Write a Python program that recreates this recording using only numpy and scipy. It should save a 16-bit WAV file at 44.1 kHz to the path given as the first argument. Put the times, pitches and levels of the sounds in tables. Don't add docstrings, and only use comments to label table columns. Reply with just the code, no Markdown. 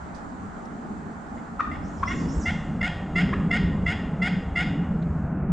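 import sys
import numpy as np
from scipy import signal
from scipy.io import wavfile
from scipy.ndimage import uniform_filter1d

SR = 44100
rng = np.random.default_rng(int(sys.argv[2]) if len(sys.argv) > 2 else 0)


def volts(x):
    e = np.asarray(x, float) / 20
    return 10 ** e


def put_to_file(sound):
    columns = np.atleast_2d(sound).T
    safe = np.clip(columns, -1, 1)
    whole_steps = np.round(safe * 32767)
    wavfile.write(sys.argv[1], SR, whole_steps.astype(np.int16))


N = 243431


def evened(x):
    return x / np.sqrt(np.mean(x ** 2) + 1e-20)


def smooth_noise(count, size):
    return evened(uniform_filter1d(rng.standard_normal(count), size))


def read(points, hz):
    f, value = np.transpose(points)
    return np.interp(np.log(hz + 1), np.log(f + 1), value)


def curve(table, column):
    rows = np.array(table)
    return np.interp(np.arange(N) / SR, rows[:, 0], rows[:, column])


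def add(mix, start_s, sound):
    part = mix[..., round(start_s * SR):][..., :sound.shape[-1]]
    part += sound[..., :part.shape[-1]]


def resonate(x, hz, width_hz):
    turn = np.exp(2j * np.pi * hz * np.arange(len(x)) / SR)
    r = np.exp(-np.pi * abs(width_hz) / SR)
    return 2 * (turn * signal.lfilter([(1 - r) ** 2], [1, -2 * r, r * r], x / turn)).real


def noise(spectrum, level_db, same, patchy_db, patch_hz, patch_s, size=1024):
    hop = size // 4
    hz = np.fft.rfftfreq(size, 1 / SR)
    a, b, c, d, patches = rng.standard_normal((N // hop + 5, len(hz), 5)).T
    patches = uniform_filter1d(patches, max(1, round(patch_hz / hz[1])), 0)
    patches = evened(uniform_filter1d(patches, max(1, round(patch_s * SR / hop)), 1))
    same = np.clip(same * np.ones(len(hz)), 0, 1)[:, None]
    left = a + 1j * b
    right = same * left + np.sqrt(1 - same ** 2) * (c + 1j * d)
    z = np.array([left, right]) * volts(read(spectrum, hz)[:, None] + patchy_db * patches)
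    return volts(level_db) * evened(signal.istft(z, nperseg=size, noverlap=size - hop)[1][:, :N])


# (time [s], strength [dB], extra breathiness [dB])
GUSTS = [(0.0, -36, -11.5), (0.06, -45, -0.5), (1.04, -40, 2.5), (1.06, -48.5, 4), (2.01, -34, -1),
         (2.24, -26, 7.5), (2.46, -37.5, 4), (2.57, -23, -4.5), (2.66, -34.5, -3.5), (2.69, -20.5, -3.5),
         (2.97, -35, -1.5), (3.26, -22.5, 2.5), (3.9, -23.5, 1.5), (3.92, -33, 2.5), (4.37, -22, -1.5),
         (4.43, -37, 0), (4.8, -23.5, 4), (4.87, -33, -1), (4.9, -22, -1), (5.26, -31, -1), (5.37, -22, 0),
         (5.52, -23, 0)]


def blown(calm_db, db_per_db, sluggish_s):
    rest_db = -38.5
    power = volts(curve(GUSTS, column=1) - rest_db) ** 2
    power = uniform_filter1d(power, max(1, round(sluggish_s * SR)), mode="nearest")
    return calm_db + db_per_db * 10 * np.log10(power)


# (frequency [Hz], relative level [dB])
THRUM_COLOUR = [(71, -28.5), (120, -23.5), (149, -3), (167, 7.5), (200, -2), (230, -23.5), (300, -29),
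                (510, -120)]


def wind_thrum():
    level_db = blown(calm_db=-42.5, db_per_db=1.173, sluggish_s=0.018)
    return noise(THRUM_COLOUR, level_db, same=0.94, patchy_db=2.5, patch_hz=30, patch_s=.11, size=2048)


# (frequency [Hz], relative level [dB])
BUFFET_COLOUR = [(8.8, -39.5), (15, -12), (33, -2), (54, -12), (71, 12.5), (108, -14), (123, -10),
                 (130, -12.5), (170, -10), (290, -120)]


def wind_buffet():
    level_db = blown(calm_db=-42.5, db_per_db=0.78, sluggish_s=.6)
    return noise(BUFFET_COLOUR, level_db, same=0.97, patchy_db=5.0, patch_hz=30, patch_s=0.07, size=2048)


# (frequency [Hz], relative level [dB])
RUSH_COLOUR = [(110, -20), (190, -3), (216, 0), (301, -6.5), (344, -15), (409, -12.5), (480, -18),
               (620, -29), (1060, -120)]


def wind_rush():
    level_db = blown(calm_db=-39, db_per_db=0.44, sluggish_s=0.15) + curve(GUSTS, column=2)
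    return noise(RUSH_COLOUR, level_db, same=0.92, patchy_db=2.5, patch_hz=40, patch_s=.11, size=2048)


# (frequency [Hz], relative level [dB])
MIDRANGE_COLOUR = [(300, -40), (400, -11), (550, 1), (750, -5.5), (1000, -6.5), (1400, -36), (2500, -99.5)]


def midrange_noise():
    level_db = blown(calm_db=-53, db_per_db=0.52, sluggish_s=0.8)
    return noise(MIDRANGE_COLOUR, level_db, same=0.8, patchy_db=2.5, patch_hz=100, patch_s=.08)


# (frequency [Hz], left-right likeness [0-1])
LIKENESS = [(400, .85), (600, .6), (1000, .5), (1600, .6), (2400, .8), (4000, .82), (5800, .8), (7200, .5),
            (8200, .6), (9500, .75)]


def background_likeness():
    return read(LIKENESS, np.fft.rfftfreq(1024, 1 / SR))


# (frequency [Hz], relative level [dB])
MURMUR_COLOUR = [(240, -52.5), (400, -37), (505, -32), (520, -14), (698, -1.5), (796, 0), (946, -6),
                 (1390, -5), (2740, -28), (4500, -62), (5850, -89), (9900, -120)]


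def tree_murmur():
    level_db = blown(calm_db=-44, db_per_db=0.085, sluggish_s=0.6)
    return noise(MURMUR_COLOUR, level_db, same=background_likeness(), patchy_db=1.0, patch_hz=300, patch_s=.08)


# (frequency [Hz], relative level [dB])
HISS_COLOUR = [(1470, -19), (2500, -11), (2730, -12), (3000, 8), (3190, 5), (4400, 4), (5700, 1),
               (7200, 7.5), (8660, -2), (10300, -21), (13400, -33.5), (22000, -120)]
# (time [s], level [dB])
HISS_LEVEL = [(0, -64), (1.8, -65.5), (2.3, -59.5), (2.7, -64.5), (4.6, -69), (5.2, -69.5), (5.52, -83)]


def treble_hiss():
    level_db = curve(HISS_LEVEL, column=1)
    return noise(HISS_COLOUR, level_db, same=background_likeness(), patchy_db=1, patch_hz=800, patch_s=.05)


def noise_puff(level_db, hz, width_hz, length_s):
    t = np.arange(0, 3 * length_s, 1 / SR)
    puff = np.array([evened(resonate(n, hz, width_hz)) for n in rng.standard_normal((2, len(t)))])
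    puff = puff + 0.43 * puff[::-1]
    return volts(level_db) * puff * np.minimum(1, t / 0.0085) * np.exp(-t / length_s * 2)


# (start [s], level [dB], centre [Hz], width [Hz], length [s])
PUFFS = [(0.142, -54, 5000, 3950, 0.074), (0.649, -51.5, 5330, 5000, 0.016),
         (1.346, -63.5, 7030, 1200, 0.079), (5.02, -44.5, 3600, 1540, 0.011)]


def noise_puffs():
    puffs = np.zeros((2, N))
    for start_s, *row in PUFFS:
        add(puffs, start_s, noise_puff(*row))
    return puffs


# (frequency [Hz], relative level [dB])
TAIL_COLOUR = [(500, 7.5), (1400, -3), (1850, 5.5), (2150, -12), (2450, 5), (2700, 1), (3500, 5),
               (5000, 7.5), (9000, -6)]
# (frequency [Hz], t60 [s])
TAIL_T60 = [(500, 0.049), (1200, 0.73), (2000, 0.77), (2800, 0.86), (5000, 0.52), (9000, 1)]


def scatter(x, silent_samples):
    taps = np.zeros((2, SR))
    at = np.arange(silent_samples, SR - 20, 20)
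    at = at + rng.integers(0, 20, (2, (SR - silent_samples - 1) // 20))
    np.put_along_axis(taps, at, rng.choice([-1., 1.], at.shape), 1)
    hz, t, z = signal.stft(taps, SR, nperseg=256)
    decay_db = read(TAIL_COLOUR, hz)[:, None] - 60 * t / read(TAIL_T60, hz)[:, None]
    tail = signal.istft(z * volts(decay_db), SR, nperseg=256)[1]
    return signal.fftconvolve(x[None], tail / np.linalg.norm(tail[0]), axes=1)[:, :N]


# (delay [s], relative level [dB])
TRUNK_ECHOES = [(.022, -11), (.047, -14), (.071, -11), (.12, -24)]


def woodland(x, direct_db, echo_db, tail_db, side_db, silent_samples):
    out = volts(direct_db) * x
    for delay_s, db in TRUNK_ECHOES:
        add(out, delay_s, volts(db + echo_db) * x)
    turn = 2 * np.pi * np.arange(N) / SR / .21
    windows = [np.sqrt(2 / 3) * np.cos(turn / 2 + k * np.pi / 3) for k in range(3)]
    mid, side = sum(scatter(x.mean(0) * w, silent_samples) for w in windows)
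    return out + volts(tail_db) * (mid + volts(side_db) * side * np.array([[1], [-1]]))


# (share of the length [0-1], height from foot to top [0-1], relative level [dB])
ARCH_SHAPE = [(0, 0, -8), (.13, .17, -2), (.28, .66, -4), (.43, .92, -9), (.6, 1, -10), (.73, .9, -6),
              (.83, .6, -1), (1, 0, -9)]


def whistle(length_s, top_hz, last_hz, level_db):
    first_hz = 5000
    u = np.linspace(0, 1, round(length_s * SR))
    share, heights, dbs = np.transpose(ARCH_SHAPE)
    height = uniform_filter1d(np.interp(u, share, heights), size=500, mode="nearest")
    foot_hz = np.where(np.arange(len(u)) < np.argmax(height), first_hz, last_hz)
    wobble, flutter = smooth_noise(len(u), 200), smooth_noise(len(u), 200)
    glide_hz = (foot_hz + (top_hz - foot_hz) * height) * (1 + .004 * wobble)
    level = volts(level_db + np.interp(u, share, dbs) + 4 * flutter)
    return level * np.sin(2 * np.pi * np.cumsum(glide_hz) / SR) * signal.windows.tukey(len(u), .12)


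# (start [s], length [s], top [Hz], last pitch [Hz], level [dB])
WHISTLES = [(1.818, .175, 7330, 4500, -58.5), (2.047, .158, 7530, 4200, -49.5),
            (2.27, .165, 7830, 4500, -47)]


def songbird():
    dry_song = np.zeros((2, N))
    for start_s, *row in WHISTLES:
        add(dry_song, start_s, np.tile(whistle(*row), (2, 1)))
    return woodland(dry_song, direct_db=-3, echo_db=-3, tail_db=1, side_db=-16, silent_samples=200)


# (multiple of the pitch, relative level [dB])
OVERTONES = [(1.6, -2), (2.03, -9), (3.05, -20)]
# (frequency [Hz], width [Hz], relative level [dB])
RASP_BANDS = [(1336, 550, 20), (2340, 610, 1), (3950, 650, -17.5), (5640, 760, -10.5), (7200, 800, -39)]


def cluck(level_db, hz, length_s, overtones_db):
    climb_per_s, rasp_db, pan_db = 18, -12, 1.5
    u = np.linspace(0, 1, round(length_s * SR))
    phase = 2 * np.pi * np.cumsum(hz * (1 + climb_per_s * length_s * (u ** 3 - .25))) / SR
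    tone = np.sin(phase) + sum(volts(db + overtones_db) * np.sin(k * phase) for k, db in OVERTONES)
    breath = rng.standard_normal(len(u))
    tone += volts(rasp_db) * evened(sum(volts(db) * resonate(breath, f, w) for f, w, db in RASP_BANDS))
    swell = u ** 1.7 * (1 - u) ** 1.1
    return volts(level_db) * volts([[pan_db / 2], [-pan_db / 2]]) * tone * swell / swell.max()


# (start [s], level [dB], pitch [Hz], length [s], overtones [dB])
NEAR_CLUCKS = [(1.592, -20, 1325, 0.011, -20), (1.602, -15, 1190, 0.010, -12.5),
               (2.026, -16.5, 1107, 0.0158, -13.5), (3.323, -25, 1127, 0.022, -2.5)]


def near_bird():
    dry_clucks = np.zeros((2, N))
    for start_s, *row in NEAR_CLUCKS:
        add(dry_clucks, start_s, cluck(*row))
    return woodland(dry_clucks, direct_db=0, echo_db=-8, tail_db=-6.5, side_db=-5, silent_samples=200)


# (frequency [Hz], width [Hz], beak-shut level [dB], beak-open level [dB])
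THROAT_MODES = [(886, 460, -21.5, -15.5), (1412, 367, -17, -8.5), (1940, 263, 4, -19.5),
                (2115, 345, -2, -4), (2500, 430, -25.5, -12.5), (2710, 660, -9, -9.5), (3236, 330, -9, -8),
                (5000, 840, -12.5, -17.5), (6480, 1870, -22, -24), (9000, 260, -32.5, -33.5)]


def yelp(level_db, burst_s, catch_db, length_s, body_db):
    t = np.arange(0, .12, 1 / SR)
    rise_s, catch_after_s, resume_s, hold_share = 0.009, 0.0021, 0.0082, 0.63
    onset_db, fade_db, full_voice_db = -25.5, -17, -20
    catch_s, body_s = burst_s + catch_after_s, burst_s + catch_after_s + resume_s
    effort_db = np.interp(t, [0, rise_s, burst_s, catch_s, body_s], [onset_db, 0, 0, catch_db, body_db])
    effort_db += fade_db * np.clip((t / length_s - hold_share) / (1 - hold_share), 0, 1) ** 8.7

    weak_db = np.maximum(body_db - effort_db, 0) * (t > body_s) + max(full_voice_db - level_db, 0)
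    rough = np.clip(.2 + .025 * weak_db, 0, .55)
    beak = 1 - np.exp(-np.maximum(t - burst_s, 0) / 0.017)

    hz = 682.4 * (1 + np.interp(t, [burst_s, body_s], [0, 0.0222]))
    hz += 166 * np.interp(t, [body_s, length_s], [0, 1]) ** 2.64
    hz *= 1 + (.006 + .008 * beak) * smooth_noise(len(t), 150)
    effort_db += 2.2 * beak * smooth_noise(len(t), 200)
    turns = np.cumsum(hz) / SR
    pulses = sum(np.cos(2 * np.pi * k * turns) / (1 + (k / 4.07) ** 6) for k in range(1, 9))

    ripple_phase = 2 * np.pi * np.cumsum(150 * (1 + .25 * smooth_noise(len(t), 400))) / SR
    ripple_depth = np.clip(.25 * (1 + .6 * smooth_noise(len(t), 900)), 0, 1) * (t > burst_s)
    pulses *= 1 + ripple_depth * np.cos(ripple_phase)

    breath = rng.standard_normal(len(t))
    fade = signal.windows.tukey(len(t), .04) * np.clip((length_s + .008 - t) / .022, 0, 1)
    drive = (1 - rough) * pulses + 4.5 * rough * (.4 + .6 * beak) * breath
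    drive *= volts(effort_db) * fade

    voice = evened(resonate(breath, 1920, 140)) * volts(effort_db - 16) * fade * np.sqrt(beak)
    dull_db = -0.5 * max(full_voice_db - level_db + 4, 0)
    for f, width_hz, shut_db, open_db in THROAT_MODES:
        mode_db = shut_db + (open_db - shut_db) * beak + dull_db * max(np.log2(f / 2000), 0)
        voice = voice + volts(mode_db) * resonate(drive, f, width_hz)
    return volts(level_db) * voice


# (start [s], level [dB], opening burst [s], level at the catch relative to the burst [dB],
# whole length [s], level of the body relative to the burst [dB])
HEN_YELPS = [(1.366, -40, 0.0091, -2, 0.04, -4), (1.707, -27.5, 0.014, -6, 0.067, -5.5),
             (2.069, -22.5, .014, 2, 0.077, -2.5), (2.451, -18, 0.013, 0, 0.063, 0),
             (2.8054, -16.5, 0.013, -19, 0.082, -1.5), (3.151, -15, 0.012, 0.5, .075, -2.5),
             (3.504, -13, 0.013, -9.5, 0.077, -5), (3.857, -15, 0.011, -5.5, 0.078, -3.5),
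             (4.213, -16.5, 0.012, 2.5, 0.077, -1), (4.5521, -14.5, 0.0096, -4.5, 0.085, -3)]


def turkey_hen():
    dry_hen = np.zeros((2, N))
    for start_s, *row in HEN_YELPS:
        add(dry_hen, start_s, np.tile(yelp(*row), (2, 1)))
    return woodland(dry_hen, direct_db=1.36, echo_db=-6.0, tail_db=-6.5, side_db=-25.5, silent_samples=600)


def scene():
    wind = wind_thrum() + wind_buffet() + wind_rush()
    pan_db = curve(STEREO_WIDTH, column=3)
    background = (tree_murmur() + treble_hiss() + midrange_noise()) * volts([pan_db / 2, -pan_db / 2])
    return wind + background + noise_puffs() + songbird() + near_bird() + turkey_hen()


def low_pass(x):
    return signal.sosfilt(signal.butter(12, 10430, fs=SR, output="sos"), x)


# (time [s], side below 950 Hz [dB], side above [dB], background left over right [dB])
STEREO_WIDTH = [(0, 6.5, 6, -2), (1.8, 3.5, 5.5, -2), (2.449, -6, 2.5, -4.5), (2.65, -7, -8.5, 0.5),
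                (2.8, -9.5, -26.5, -2), (5.52, -13.5, -25, 1)]


def record(dry):
    mid, side = (dry[0] + dry[1]) / 2, (dry[0] - dry[1]) / 2
    low = signal.oaconvolve(side, signal.firwin(1023, 950, fs=SR), "same")
    side = volts(curve(STEREO_WIDTH, column=1)) * low + volts(curve(STEREO_WIDTH, column=2)) * (side - low)
    return low_pass(np.array([mid + side, mid - side]))


dry = scene()
out = record(dry)
put_to_file(out)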